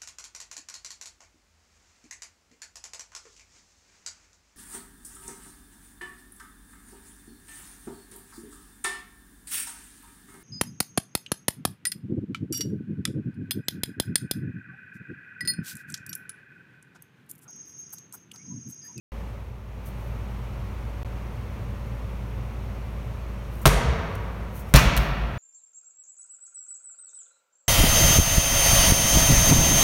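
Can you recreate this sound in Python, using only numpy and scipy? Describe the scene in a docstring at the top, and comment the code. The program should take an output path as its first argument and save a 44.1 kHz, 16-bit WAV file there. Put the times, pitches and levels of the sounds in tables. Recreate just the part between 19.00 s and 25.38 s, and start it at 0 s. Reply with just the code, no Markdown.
"""In a block-walled gym, a heavy, soft medicine ball is slammed on the rubber floor, caught, thrown at
the wall and caught again. In each blow, panels of the cover slap down and expel trapped air, while the
filling squashes and excites damped modes: a deep thump. The hall reverberates for about two seconds and
its bass rolls back in waves. Clothes and socks swish by friction, hands pat the ball and feet thud.
Ventilation hums underneath; the sound drops out briefly at the start and near two seconds."""
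import sys
import numpy as np
from scipy import signal
from scipy.fft import rfft, irfft, next_fast_len
from scipy.io import wavfile

SR = 44100
rng = np.random.default_rng(int(sys.argv[2]) if len(sys.argv) > 2 else 0)


def store_pcm(level_fs):
    """Save levels as 16-bit WAV."""
    pcm = np.round(np.clip(level_fs, -1, 1) * 32767).astype(np.int16)
    wavfile.write(sys.argv[1], SR, np.atleast_2d(pcm).T)


N = 281358
T = np.arange(N) / SR
AGE = T[:2 * SR]   # seconds since a blow

# The floor blow, then the wall blow. Each row: start in seconds, pop level in dB, pop pitch in Hz,
# crackle level in dB, gap between panels in seconds, crackle loss per panel in dB, spring-back level in
# dB, crinkle delay in seconds, scatter level in dB, scatter rise in seconds, hall level in dB, hall tilt
# in dB per octave, first bass echo in dB, bass round trip in seconds.
IMPACTS = [(4.6556, 5, 1330, -2, .0037, 1, -10.5, 0.013, -22.5, 0.0022, -21.5, -0.1, -22, 0.1),
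           (5.7392, -1, 1520, -2.5, .0019, 4.5, -2, .0268, -10, .015, -18.5, 0.25, -10.5, .12)]
# Modes of the ball on floor and wall. Each row: frequency in Hz, level in dB, 60 dB decay time in seconds.
FLOOR_THUMP_MODES = [(47.1, -10.5, 0.54), (80.5, -7.5, 0.15), (138, -1, 0.11), (340, -4, 0.049),
                     (414, -10, 0.084), (633, 1, 0.037), (1210, -19, 0.072), (1650, -28, 0.05)]
WALL_THUMP_MODES = [(51.5, 1, 0.21), (76.5, -7.5, 0.17), (139, 3, 0.11), (161.6, -5.5, 0.1),
                    (238, -14.5, 0.17), (559, -9, 0.091), (668, -5.5, 0.046), (1091, -14.5, 0.13),
                    (1570, -24, 0.2), (2495, -31, 0.22)]
# Resonances that each blow sends into the hall. Each row: centre in Hz, width in Hz, gain in dB.
FLOOR_RESONANCES = [(155, 32, 3.5), (347, 70, -5.5), (444, 116, 6.5), (685, 110, 6), (952, 78, 5.5),
                    (1250, 180, 4.5), (1660, 160, 1.5), (2050, 140, 3), (9400, 1700, 1.5)]
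WALL_RESONANCES = [(80, 30, 8), (303, 70, -1.5), (474, 160, -4.5), (567, 55, 2.5), (793, 80, -5.5),
                   (1080, 61, 0.5), (1560, 180, -0.5), (2140, 130, -1.5), (2470, 140, 4),
                   (9200, 5600, -8.5), (13400, 2200, -3)]
# Spectra of the cover's crackle and of the scatter from nearby floor, wall and racks.
# Each row: frequency in Hz, relative spectral density in dB.
CRACKLE_SPECTRUM = [(200, -7), (900, 10.5), (2000, 3.5), (4000, 4.5), (6300, 3.5), (9000, 1.5), (16000, -3)]
SCATTER_SPECTRUM = [(100, -10), (300, -0.5), (600, -2), (1200, -0.5), (2500, -3.5), (4200, -8.5),
                    (6200, -9.5), (8000, -10), (11000, -13.5), (15500, -18)]
# The diffuse tail. Each row: frequency in Hz, relative density in dB, reverberation time in seconds.
HALL_TAIL = [(30, -17, 3.7), (64.3, -5, 0.45), (131.5, 14.5, 1.92), (280, -3.5, 2.32), (523, -1, 2.34),
             (1050, -3, 2.4), (2370, -5.5, 1.68), (4180, -12, 1.28), (6250, -12, 0.86), (8000, -10, 0.59),
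             (11200, -9.5, 0.35), (15500, -31, 0.51)]
# Strokes of clothes and socks. Each row: crest time in seconds, level in dB, rise in seconds.
CLOTH_SWISHES = [(.875, -51, 0.021), (1.04, -64, .08), (4.57, -58, .06), (4.625, -47.5, 0.0099),
                 (5.575, -49.5, .034), (5.603, -49, 0.013), (5.701, -57, .028)]
# Hands landing on the ball. Each row: crest time in seconds, level in dB.
HAND_PATS = [(5.154, -45.5), (5.967, -29.5), (5.9759, -25.5)]
# Soft low thuds: feet, the ball in the arms, and a swell of the slam's returning bass.
# Each row: crest time in seconds, peak level in dB, frequency in Hz, length in seconds.
SOFT_THUDS = [(4.897, -15, 65, 0.075), (4.995, -21.5, 64, 0.034), (5.417, -30.5, 69, .038),
              (5.988, -20, 122, 0.042)]
# The ventilation's air noise. Each row: frequency in Hz, relative spectral density in dB.
AIR_SPECTRUM = [(25, -15), (45, -10), (70, -1), (92, 0.5), (122, 1), (150, -11), (210, -10), (280, -17.5),
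                (600, -18.5), (1100, -21.5), (2600, -33.5), (4000, -40), (8000, -45.5), (15500, -50)]
# Duct and room resonances in that noise. Each row: centre in Hz, width in Hz, gain in dB.
DUCT_RESONANCES = [(171.7, 10, -5), (188.5, 54, 5.5), (538, 48, 3.5), (745, 83, -6), (1640, 510, -2.5),
                   (2380, 1360, 3.5)]
# Fan and motor tones. Each row: frequency in Hz, level in dB, level waver in dB.
FAN_TONES = [(56.4, -34.5, 1.5), (96.5, -52, -2), (116.1, -48, 3), (375.5, -61, 2.9), (448, -61.5, 1.5),
             (569, -59.5, 2.5), (744, -62, 2.5)]
# Peaks and dips of the microphone's port. Each row: centre in Hz, width in Hz, gain in dB.
PORT_RESONANCES = [(4940, 290, -6), (5930, 3900, 2), (7650, 1380, -4.5), (9550, 820, 1.5),
                   (10500, 1030, -4.5), (13100, 3400, 3)]
# Moments of silence. Each row: start in seconds, end in seconds.
DROPOUTS = [(0, .119), (2.031, 2.0477)]


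def blows(first_echo_s=.0015):
    """An impact in a room is heard as direct sound, then early reflections, then reverberation."""
    out = np.zeros(N)
    surfaces = [(FLOOR_THUMP_MODES, FLOOR_RESONANCES), (WALL_THUMP_MODES, WALL_RESONANCES)]
    for impact, (modes, resonances) in zip(IMPACTS, surfaces):
        s, *cover_settings, scatter_db, scatter_rise_s, hall_db, tilt_db, roll_db, trip_s = impact
        add(out, s, cover(*cover_settings))
        add(out, s, thump(modes) + from_db(roll_db) * bass_roll(trip_s))
        early = from_db(scatter_db) * scatter(resonances, scatter_rise_s)
        tail = from_db(hall_db) * hall(resonances, tilt_db)
        add(out, s + first_echo_s, early + tail)
    return out


def cover(pop_db, pop_hz, crackle_db, gap_s, loss_db, spring_db, crinkle_s):
    """Deformation radiates transients: three panels slap down, the cover springs back and crinkles."""
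    out = np.zeros(N)
    pop_loss_db, contact_s = 6, .022   # each panel traps less air than the one before
    for k in range(3):
        add(out, k * gap_s, slap(pop_db - k * pop_loss_db, pop_hz, crackle_db - k * loss_db))
    add(out, contact_s, slap(pop_db=spring_db - 11, pop_hz=pop_hz, crackle_db=spring_db))
    add(out, crinkle_s, slap(pop_db=-10, pop_hz=pop_hz, crackle_db=-14.5, t60=.033))
    return out


def slap(pop_db, pop_hz, crackle_db, t60=.0049, pop_cycles=5, rise_s=.00006):
    """Air trapped under a panel escapes as a damped oscillation, while the vinyl crackles."""
    age = AGE[:SR // 10]
    pop = np.sin(2 * np.pi * pop_hz * age) * strike(age, rise_s, pop_cycles / pop_hz)
    crackle = coloured(rng.standard_normal(len(age)) * strike(age, rise_s, t60), CRACKLE_SPECTRUM)
    return from_db(pop_db) * pop + from_db(crackle_db) * crackle


def thump(modes, squash_s=.0074):
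    """Damped modes superpose; the filling yields gradually, so they swell rather than click."""
    return -sum(from_db(db) * strike(AGE, squash_s, t60) * np.sin(2 * np.pi * hz * AGE)
                for hz, db, t60 in modes)


def scatter(resonances, rise_s, t60=.23, grain_db=3):
    """Scattering from surfaces near the blow returns uneven early reflections."""
    grains = rms_one(reflections(resonances) * from_db(grain_db * drift(2500)[:len(AGE)]))
    return coloured(grains * strike(AGE, rise_s, t60), SCATTER_SPECTRUM)


def hall(resonances, tilt_db, build_s=.006):
    """A diffuse field decays exponentially in each third-octave band; air absorbs the treble first."""
    edges = np.geomspace(25, 18000, 30)
    centres = np.sqrt(edges[1:] * edges[:-1])
    gains = from_db(at_hz(HALL_TAIL, centres) + tilt_db * np.log2(centres))
    gains /= np.sqrt(np.sum(gains ** 2 * np.diff(edges)) / (SR / 2))   # unit power gain
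    echoes = [reflections(resonances), reflections(resonances)]   # neighbouring bands are uncorrelated
    out = 0
    for k, hz in enumerate(centres):
        bandpass = signal.butter(3, edges[k:k + 2], "band", fs=SR, output="sos")
        band = signal.sosfilt(bandpass, echoes[k % 2])
        out += gains[k] * band * strike(AGE, build_s, t60=at_hz(HALL_TAIL, hz, column=2))
    return out


def reflections(resonances, ripple_db=1.5, spacing_hz=35):
    """Countless echoes sum to noise with the blow's resonances, rippled by interference of its slaps."""
    knots = np.arange(0, SR, spacing_hz)
    ripple = ripple_db * rng.standard_normal(len(knots))
    return noise(lambda hz: from_db(bumps_db(resonances, hz) + np.interp(hz, knots, ripple)), len(AGE))


def bass_roll(trip_s, hz=51.97, loss_db=4.5, length_s=.053, spread_s=.03, thump_crest_s=.016):
    """Repeated reflection returns the bass once per round trip of the hall, weaker and longer each time."""
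    waves = 0
    for k in range(6):
        arrival_s = thump_crest_s + (k + 1) * trip_s
        waves += from_db(-k * loss_db) * swell(AGE - arrival_s, length_s + k * spread_s)
    return waves * np.sin(2 * np.pi * (hz * AGE + rng.random()))


def thuds():
    """Slow pulses hold only low frequencies: feet, the ball in the arms, the slam's returning bass."""
    return sum(from_db(db) * swell(T - s, length_s) * np.cos(2 * np.pi * hz * (T - s))
               for s, db, hz, length_s in SOFT_THUDS)


def athlete():
    """Friction of cloth, and of hands on the ball, radiates bright noise."""
    cloth = sum(from_db(db) * brush(s, 12000, rise_s, t60=6.7 * rise_s)   # slow strokes fade slowly
                for s, db, rise_s in CLOTH_SWISHES)
    hands = sum(from_db(db) * pat(s) for s, db in HAND_PATS)
    return cloth + hands


def pat(s, bright_hz=11000, palm_hz=2500, palm_db=-1, rise_s=.0022, t60=.026):
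    """Brief contact has a broad spectrum: a bright pat together with the palm's duller clap."""
    return brush(s, bright_hz, rise_s, t60) + from_db(palm_db) * brush(s, palm_hz, rise_s, t60)


def brush(s, centre_hz, rise_s, t60, grain_db=3, room_db=-21, room_t60=.51):
    """Friction makes a grainy hiss that crests at time s and leaves faint reverberation."""
    out, age = np.zeros(N), AGE[:SR] - .5   # half a second on each side of the crest
    hiss = noise(lambda hz: 1 / (1 + np.log2((hz + 1) / centre_hz) ** 2), size=SR)
    stroke = np.exp(-(np.minimum(age, 0) / rise_s) ** 2) * from_db(-60 * np.maximum(age, 0) / t60)
    grains = from_db(grain_db * drift(600)[:SR])
    room = from_db(room_db) * strike(age, rise_s, room_t60)
    add(out, s + age[0], hiss * (stroke * grains + room))
    return out


def ventilation(air_db=-36, speed_waver=.00887, dip_s=.58, dip_db=-6, dip_width_s=.27):
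    """Duct resonances shape flow noise; fan and motor tones follow their speed. The level dips once."""
    air = noise(lambda hz: from_db(at_hz(AIR_SPECTRUM, hz) + bumps_db(DUCT_RESONANCES, hz)))
    hum = 0
    for hz, db, waver_db in FAN_TONES:
        turns = np.cumsum(hz * (1 + speed_waver * drift(25))) / SR + rng.random()
        hum += np.sqrt(2) * from_db(db + waver_db * drift(2.84)) * np.sin(2 * np.pi * turns)
    dip = from_db(dip_db * np.exp(-((T - dip_s) / dip_width_s) ** 2))
    return dip * (from_db(air_db) * air + hum)


def from_db(db):
    """Amplitude ratio of a level in decibels."""
    return 10 ** (np.asarray(db) / 20)


def rms_one(x):
    """Normalisation to unit power."""
    return x / np.sqrt(np.mean(x ** 2) + 1e-20)


def at_hz(points, hz, column=1):
    """Interpolation of a table column on a log-frequency axis."""
    table = np.array(points)
    return np.interp(np.log(np.maximum(hz, 1)), np.log(table[:, 0]), table[:, column])


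def bumps_db(resonances, hz):
    """Bell-shaped resonance peaks and dips add in decibels."""
    return sum(db / (1 + (2 * (hz - centre) / width) ** 2) for centre, width, db in resonances)


def coloured(x, spectrum, size=4096):
    """Minimum-phase filtering imposes a spectrum causally, at unit power gain."""
    gain = rms_one(from_db(at_hz(spectrum, np.fft.rfftfreq(size, 1 / SR))))
    causal_fold = 1 + np.sign(size // 2 - np.arange(size))
    cepstrum = irfft(np.log(gain)) * causal_fold
    cepstrum[0] /= 2
    impulse_response = irfft(np.exp(rfft(cepstrum)))
    return signal.fftconvolve(x, impulse_response)[:len(x)]


def noise(gain_of_hz, size=N):
    """Spectral weighting turns white noise into coloured noise of unit power."""
    padded = next_fast_len(size)
    spectrum = rfft(rng.standard_normal(padded)) * gain_of_hz(np.fft.rfftfreq(padded, 1 / SR))
    return rms_one(irfft(spectrum, padded)[:size])


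def drift(rate_hz):
    """Random fluctuation: straight lines between draws of unit spread."""
    knots = np.arange(0, T[-1] + 1, 1 / rate_hz)
    return np.interp(T, knots, rng.standard_normal(len(knots)))


def strike(age, rise_s, t60):
    """Exponential build-up from age zero, with damping of 60 dB in t60 seconds."""
    age = np.maximum(age, 0)
    return (1 - np.exp(-age / rise_s)) * from_db(np.maximum(-60 * age / t60, -200))


def swell(age, length_s):
    """A bell-shaped envelope that crests at age zero."""
    return np.exp(-2 * (2 * age / length_s) ** 2)


def add(out, s, sound):
    """Superposition of a sound from time s on."""
    at = round(s * SR)
    out[at:at + len(sound)] += sound[:N - at]


def scene():
    """The pressures of blows, thuds, athlete and ventilation add at one microphone."""
    return (blows() + thuds() + athlete() + ventilation())[None]


def record(dry, ceiling=.93, cutoff_hz=16000):
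    """Port resonances colour the treble and saturation rounds the peaks; dropouts and a low-pass follow."""
    size = next_fast_len(N + SR // 10)
    port_gain = from_db(bumps_db(PORT_RESONANCES, np.fft.rfftfreq(size, 1 / SR)))
    heard = irfft(rfft(dry, size) * port_gain, size)[:, :N]
    rounded = heard / (1 + (heard / ceiling) ** 8) ** (1 / 8)
    live = np.all([(T < start) | (T > end) for start, end in DROPOUTS], axis=0)
    lowpass = signal.ellip(10, .1, 80, cutoff_hz, fs=SR, output="sos")
    return signal.sosfilt(lowpass, rounded * live)


dry = scene()
out = record(dry)
store_pcm(out)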